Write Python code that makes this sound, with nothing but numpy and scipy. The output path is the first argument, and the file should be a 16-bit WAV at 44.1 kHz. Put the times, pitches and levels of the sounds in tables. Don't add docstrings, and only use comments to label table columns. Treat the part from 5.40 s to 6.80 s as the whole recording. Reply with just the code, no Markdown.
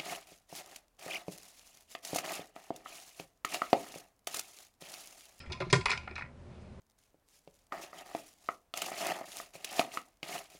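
import sys
import numpy as np
from scipy import signal
from scipy.fft import rfft, irfft, next_fast_len
from scipy.io import wavfile
from scipy.ndimage import map_coordinates

SR = 44100
rng = np.random.default_rng(int(sys.argv[2]) if len(sys.argv) > 2 else 0)


def dump(signal):
    limited = np.clip(np.atleast_2d(signal).T, -1, 1)
    pcm = np.round(limited * 32767).astype(np.int16)
    wavfile.write(sys.argv[1], SR, pcm)


def attenuation_scalar(level_db):
    decades = np.asarray(level_db, float) / 20
    return 10 ** decades


N = 61739
GRAIN = 2 ** 14

# frequency in Hz, density in dB per Hz.
AIR_SPECTRUM = [(13, -79), (22, -8), (124, -11), (249, -10.5), (283, -23.5), (357, -15), (487, -22.5),
                (568, -21.5), (10500, -52), (13600, -97), (22000, -120)]
# centre in Hz, width in Hz, level in dB.
HUM_BANDS = [(120, 19.5, -59.5), (239.5, 16, -70), (365, 10, -75), (589, 120, -67.5)]
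AIR_DB = -48.5
MOTOR_HZ, MOTOR_DB, MOTOR_SWAY_DB = 79.4, -53, 2.5

# start in seconds, peak in dB, favoured pitch in Hz,
# chatter decay (t60) in seconds, treble in dB.
RIM_CONTACTS = [(.002, -41, 2600, 0.14, -9.5), (.035, -49.5, 2010, 0.23, -23),
                (.059, -46, 2040, 0.15, -11.5), (0.099, -40.5, 1350, 0.42, -13.5),
                (.136, -45, 2280, 0.1, -14), (0.171, -46, 2370, .03, -7.5), (.203, -31, 637, 0.071, -14),
                (.208, -31.5, 2170, 0.021, -19), (.219, -29.5, 1073, 0.056, -36), (.25, -49, 2460, 0.36, 5),
                (0.3276, -14.5, 1100, 0.035, 3.5), (0.3297, -13, 2540, 0.005, -4),
                (0.3334, -17.5, 1834, 0.038, -8), (.337, -19.5, 1030, 0.043, -9),
                (0.341, -21.5, 1890, 0.012, -21), (0.346, -26, 1880, 0.022, -17),
                (0.359, -30, 6040, 0.04, -20.5), (0.412, -33, 2465, 0.035, -9.5)]
# start in seconds, peak in dB,
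# favoured pitch in Hz, chatter decay (t60) in seconds, treble in dB.
CAP_RATTLE = [(.4567, -19.5, 1397, 0.013, -12), (0.4583, -33.5, 7430, 0.012, -7),
              (.4587, -18, 2523, 0.016, -13.5), (.4622, -19, 1367, 0.0061, -13),
              (.469, -27, 2360, .006, -13.5), (.4832, -23, 2105, 0.0049, -21),
              (.494, -22.5, 1404, 0.013, -25), (.497, -26.5, 1202, .008, -10.5),
              (.5005, -29, 993, 0.0083, -8), (.5025, -27, 2210, 0.015, 1), (.5055, -19, 2330, 0.0065, -7),
              (.514, -27, 1404, 0.014, -15), (.5162, -20, 2365, .01, -10.5),
              (.523, -27, 2550, 0.024, -14.5), (.5317, -24, 2093, 0.0042, -27),
              (.536, -31.5, 2240, .02, -12), (0.5751, -30, 3170, 0.011, -23.5),
              (.5765, -31, 4740, 0.02, -16.5), (.675, -33.5, 1446, 0.0074, -47),
              (.6775, -30.5, 1375, 0.014, -31), (.7105, -41.5, 2110, 0.019, -39),
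              (.7115, -42.5, 4700, .01, -28), (0.7564, -38, 4130, 0.035, -12.5),
              (0.7798, -28.5, 2240, 0.0072, -22.5),
    (0.785, -36, 840, 0.016, -19),
    (0.7904, -34.5, 1175, 0.013, -38),
    (0.793, -33.5, 3430, 0.013, -22),
    (.81, -32, 1900, .012, -34),
    (0.8218, -30, 1950, .004, -28),
    (0.825, -37, 2440, 0.012, -32),
    (.848, -46, 1800, 0.026, -31),
    (.86, -45, 1970, 0.045, -21),
]
LID_MODE_HZ = [720, 1000, 1175, 1390, 1830, 2110, 2290, 2500, 2850, 3300, 4210, 5150, 5950, 7560]
# width in Hz, level in dB.
LID_MODES = [(216, 0), (60.3, 9.5), (65, 2.5), (81, 10), (90, 3.5), (89.5, 9.5), (110, 9), (88.6, 11.5),
             (300, -2.5), (248, 3.5), (710, 3), (206, 9.5), (700, -4), (1220, -1)]
MODE_COUNT = len(LID_MODES)
MODE_SCATTER_DB, DETUNE = 3, .006
SPOT_DB, SPOT_WIDTH = 7, .045
CRACK_DB, SOFT_HZ = -11, 3000
FAVOUR_WIDTH, FAVOUR_FLOOR = .6, .22
SPIKE, CHATTER_GRAIN_DB = 8, 4

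# start in seconds, frequency in Hz, length in seconds, level in dB.
JAR_ROCKS = [(0.065, 25, 0.036, -44), (0.077, 80, 0.059, -39), (0.26, 36, 0.084, -47),
             (0.45, 35, 0.048, -41), (.36, 82, 0.084, -37.5), (0.59, 74, 0.084, -57.5),
             (1.2, 210, 0.062, -58), (.126, 1030, 0.062, -47.5), (0.104, 920, 0.025, -51),
             (.362, 398, 0.043, -37.5), (0.352, 1010, 0.028, -45)]
# start in seconds, low mode in Hz, its level in dB,
# upper mode in Hz, its level in dB.
AIR_PUSHES = [(0.095, 140.2, -43.5, 365, -52), (0.111, 141, -59, 365, -38), (0.203, 120, -49, 553, -29),
              (.204, 116, -50, 678, -38.5), (0.207, 161.6, -41.5, 372, -30), (0.223, 131, -39, 365, -34),
              (0.267, 167, -41, 365, -36), (0.328, 131.9, -21, 396, -16), (0.335, 161.5, -28.5, 284, -32.5),
              (0.33, 109, -62, 589.4, -25.5), (.345, 112, -33, 469, -30), (0.382, 168, -39, 374.6, -27),
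              (.46, 125, -73, 419, -37.5), (0.504, 137.3, -48, 403.6, -37), (.53, 154, -47, 395, -39),
              (0.712, 122.5, -56, 367, -40), (0.834, 136, -46, 375, -76)]
PUSH_RISE_S, LOW_FADE_S, UPPER_T60_S = 0.0016, 0.047, 0.087

# start in seconds, length in seconds, level in dB, centre in Hz.
SEAL_RUBS = [(0.1183, 0.018, -40.5, 4220), (0.12, 0.02, -53, 2400), (0.2, 0.043, -48.5, 1850),
             (0.2046, 0.032, -49.5, 3600), (0.207, 0.02, -61, 5000), (.455, 0.012, -46.5, 8600),
             (.406, .018, -51, 3700), (.298, .021, -46, 5000), (.299, .008, -43, 2450),
             (.331, .045, -43, 5300), (0.483, 0.078, -44, 2500), (0.54, 0.021, -47, 1130),
             (0.583, 0.12, -60.5, 2730), (0.684, 0.062, -58, 2060), (0.753, 0.023, -43, 2140),
             (0.76, 0.0054, -57.5, 4100), (.752, 0.034, -59, 1600), (0.4904, 0.052, -44.5, 4900),
             (0.76, 0.075, -61.5, 4250), (1.07, 0.31, -74.5, 3160), (1.196, .07, -80, 7600)]
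RUB_GRAIN_DB, RUB_WIDTH, RUB_RING_DB = 3, .8, -4

# frequency in Hz, decay time (t60) in seconds.
ROOM_DECAY = [(200, 0.61), (2000, 0.19), (9000, 0.25)]
ROOM_DB = -9

DIP_TIMES = [.3265, .4555]
DIP_DB, DIP_AHEAD_S, DIP_HZ = -13, .007, 1000
TOP_HZ, TOP_FALL_HZ = 10300, 300


def unit(x):
    return x / np.sqrt(np.mean(x ** 2) + 1e-20)


def along(points, hz):
    f, value = np.transpose(points)
    return np.interp(np.log(hz + 1), np.log(f + 1), value)


def filtered(x, response):
    length = x.shape[-1]
    m = next_fast_len(length + SR // 2)
    return irfft(rfft(x, m) * response(np.fft.rfftfreq(m, 1 / SR)), m)[..., :length]


def peak(f, hz, width):
    return 1j * f * width / (hz * hz - f * f + 1j * f * width)


def wobble(rate):
    knots = rng.standard_normal(int(N * rate / SR) + 4)
    return map_coordinates(knots, [np.arange(N) * rate / SR])


def background():
    air = unit(filtered(rng.standard_normal(N), lambda f: attenuation_scalar(along(AIR_SPECTRUM, f))))
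    air_level = attenuation_scalar(AIR_DB - 6 + wobble(8))
    hum = np.zeros(N)
    for hz, width, db in HUM_BANDS:
        band = filtered(rng.standard_normal(N), lambda f: peak(f, hz, width) ** 2)
        hum += attenuation_scalar(db) * unit(band)
    motor_level = attenuation_scalar(MOTOR_DB + MOTOR_SWAY_DB * wobble(22))
    motor_phase = 2 * np.pi * np.cumsum(MOTOR_HZ + 2.3 * wobble(15)) / SR
    return air_level * air + hum + motor_level * np.sin(motor_phase)


def lid(f, scatter_db, treble_db, spot_hz=1000, spot_db=-60, shift=np.zeros(MODE_COUNT)):
    response = attenuation_scalar(spot_db) * peak(f, spot_hz, SPOT_WIDTH * spot_hz)
    response = response + attenuation_scalar(CRACK_DB) * 1j * f / (600 + 1j * f)
    for k, (width, db) in enumerate(LID_MODES):
        mode = peak(f, LID_MODE_HZ[k] * (1 + DETUNE * shift[k]), width)
        response = response + (-1) ** k * attenuation_scalar(db + scatter_db[k]) * mode
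    low = 1 / (1 + np.sqrt(2) * 1j * f / SOFT_HZ - (f / SOFT_HZ) ** 2)
    hardness = low + attenuation_scalar(treble_db / 2 + 3) * (1 - low)
    return response * hardness ** 2


def contacts():
    out, t = np.zeros(N + GRAIN), np.arange(GRAIN) / SR
    for s, db, hz, t60, treble_db in RIM_CONTACTS + CAP_RATTLE:
        bounce_db = CHATTER_GRAIN_DB * (rng.standard_normal(GRAIN) - 0.5)
        chatter = rng.standard_normal(GRAIN) * attenuation_scalar(bounce_db - 60 * t / t60)
        chatter[0] = -SPIKE
        scatter_db = MODE_SCATTER_DB * rng.standard_normal(MODE_COUNT)
        shift = rng.standard_normal(MODE_COUNT)

        def struck_lid(f):
            favour = FAVOUR_FLOOR + peak(f, hz, FAVOUR_WIDTH * hz)
            return lid(f, scatter_db, treble_db, hz, SPOT_DB, shift) * favour

        ring = filtered(chatter, struck_lid)
        out[round(s * SR):][:GRAIN] += attenuation_scalar(db) * ring / abs(ring).max()
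    return out[:N]


def jar():
    out, t = np.zeros(N + GRAIN), np.arange(GRAIN) / SR
    for s, hz, length, db in JAR_ROCKS:
        swing = np.sin(np.pi * np.clip(t / length, 0, 1)) ** 2
        out[round(s * SR):][:GRAIN] += attenuation_scalar(db) * swing * np.sin(2 * np.pi * hz * t)
    rise = 1 - np.exp(-t / PUSH_RISE_S)
    low_fade = np.exp(-(t / LOW_FADE_S) ** 2)
    for s, low_hz, low_db, upper_hz, upper_db in AIR_PUSHES:
        low = attenuation_scalar(low_db) * low_fade * np.sin(2 * np.pi * low_hz * t)
        upper = attenuation_scalar(upper_db - 60 * t / UPPER_T60_S) * np.sin(2 * np.pi * upper_hz * t)
        out[round(s * SR):][:GRAIN] += rise * (low - upper)
    return out[:N]


def rubs():
    out, t = np.zeros(N), np.arange(N) / SR
    for s, length, db, hz in SEAL_RUBS:
        grit = rng.standard_normal(N) * attenuation_scalar(RUB_GRAIN_DB * wobble(600))
        progress = np.clip((t - s) / length, 0, 1)
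        stroke = grit * np.sin(np.pi * progress ** 0.7)

        def rubbed_lid(f):
            ringing = attenuation_scalar(RUB_RING_DB) * lid(f, np.zeros(MODE_COUNT), -15)
            return peak(f, hz, RUB_WIDTH * hz) ** 2 * (0.042 + ringing)

        out += attenuation_scalar(db) * unit(filtered(stroke, rubbed_lid)) * np.sqrt(length * SR / N)
    return out


def room(x):
    hz, t, z = signal.stft(rng.standard_normal(SR // 2), SR, nperseg=256)
    decay = attenuation_scalar(-60 * t / along(ROOM_DECAY, hz)[:, None])
    tail = signal.istft(z * decay, SR, nperseg=256)[1]
    delayed = np.pad(x, (250, 0))
    return signal.fftconvolve(delayed, tail / np.linalg.norm(tail))[:N]


def scene():
    near = contacts() + rubs()
    return (near + jar() + attenuation_scalar(ROOM_DB) * room(near) + background())[None]


def low_pass(x):
    return signal.sosfilt(signal.butter(12, 11020, fs=SR, output="sos"), x)


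def record(dry):
    t = np.arange(N) / SR
    dip = np.zeros(N)
    for s in DIP_TIMES:
        approach = np.clip(1 - (s - t) / DIP_AHEAD_S, 0, 1) ** 2.7
        dip += approach * (t < s - .001)
    treble = filtered(dry, lambda f: f * f / (f * f + DIP_HZ ** 2))
    dipped = dry + (attenuation_scalar(DIP_DB * dip) - 1) * treble
    mix = filtered(dipped, lambda f: attenuation_scalar(-20 * np.clip((f - TOP_HZ) / TOP_FALL_HZ, 0, 3)))
    return low_pass(mix)


dry = scene()
out = record(dry)
dump(out)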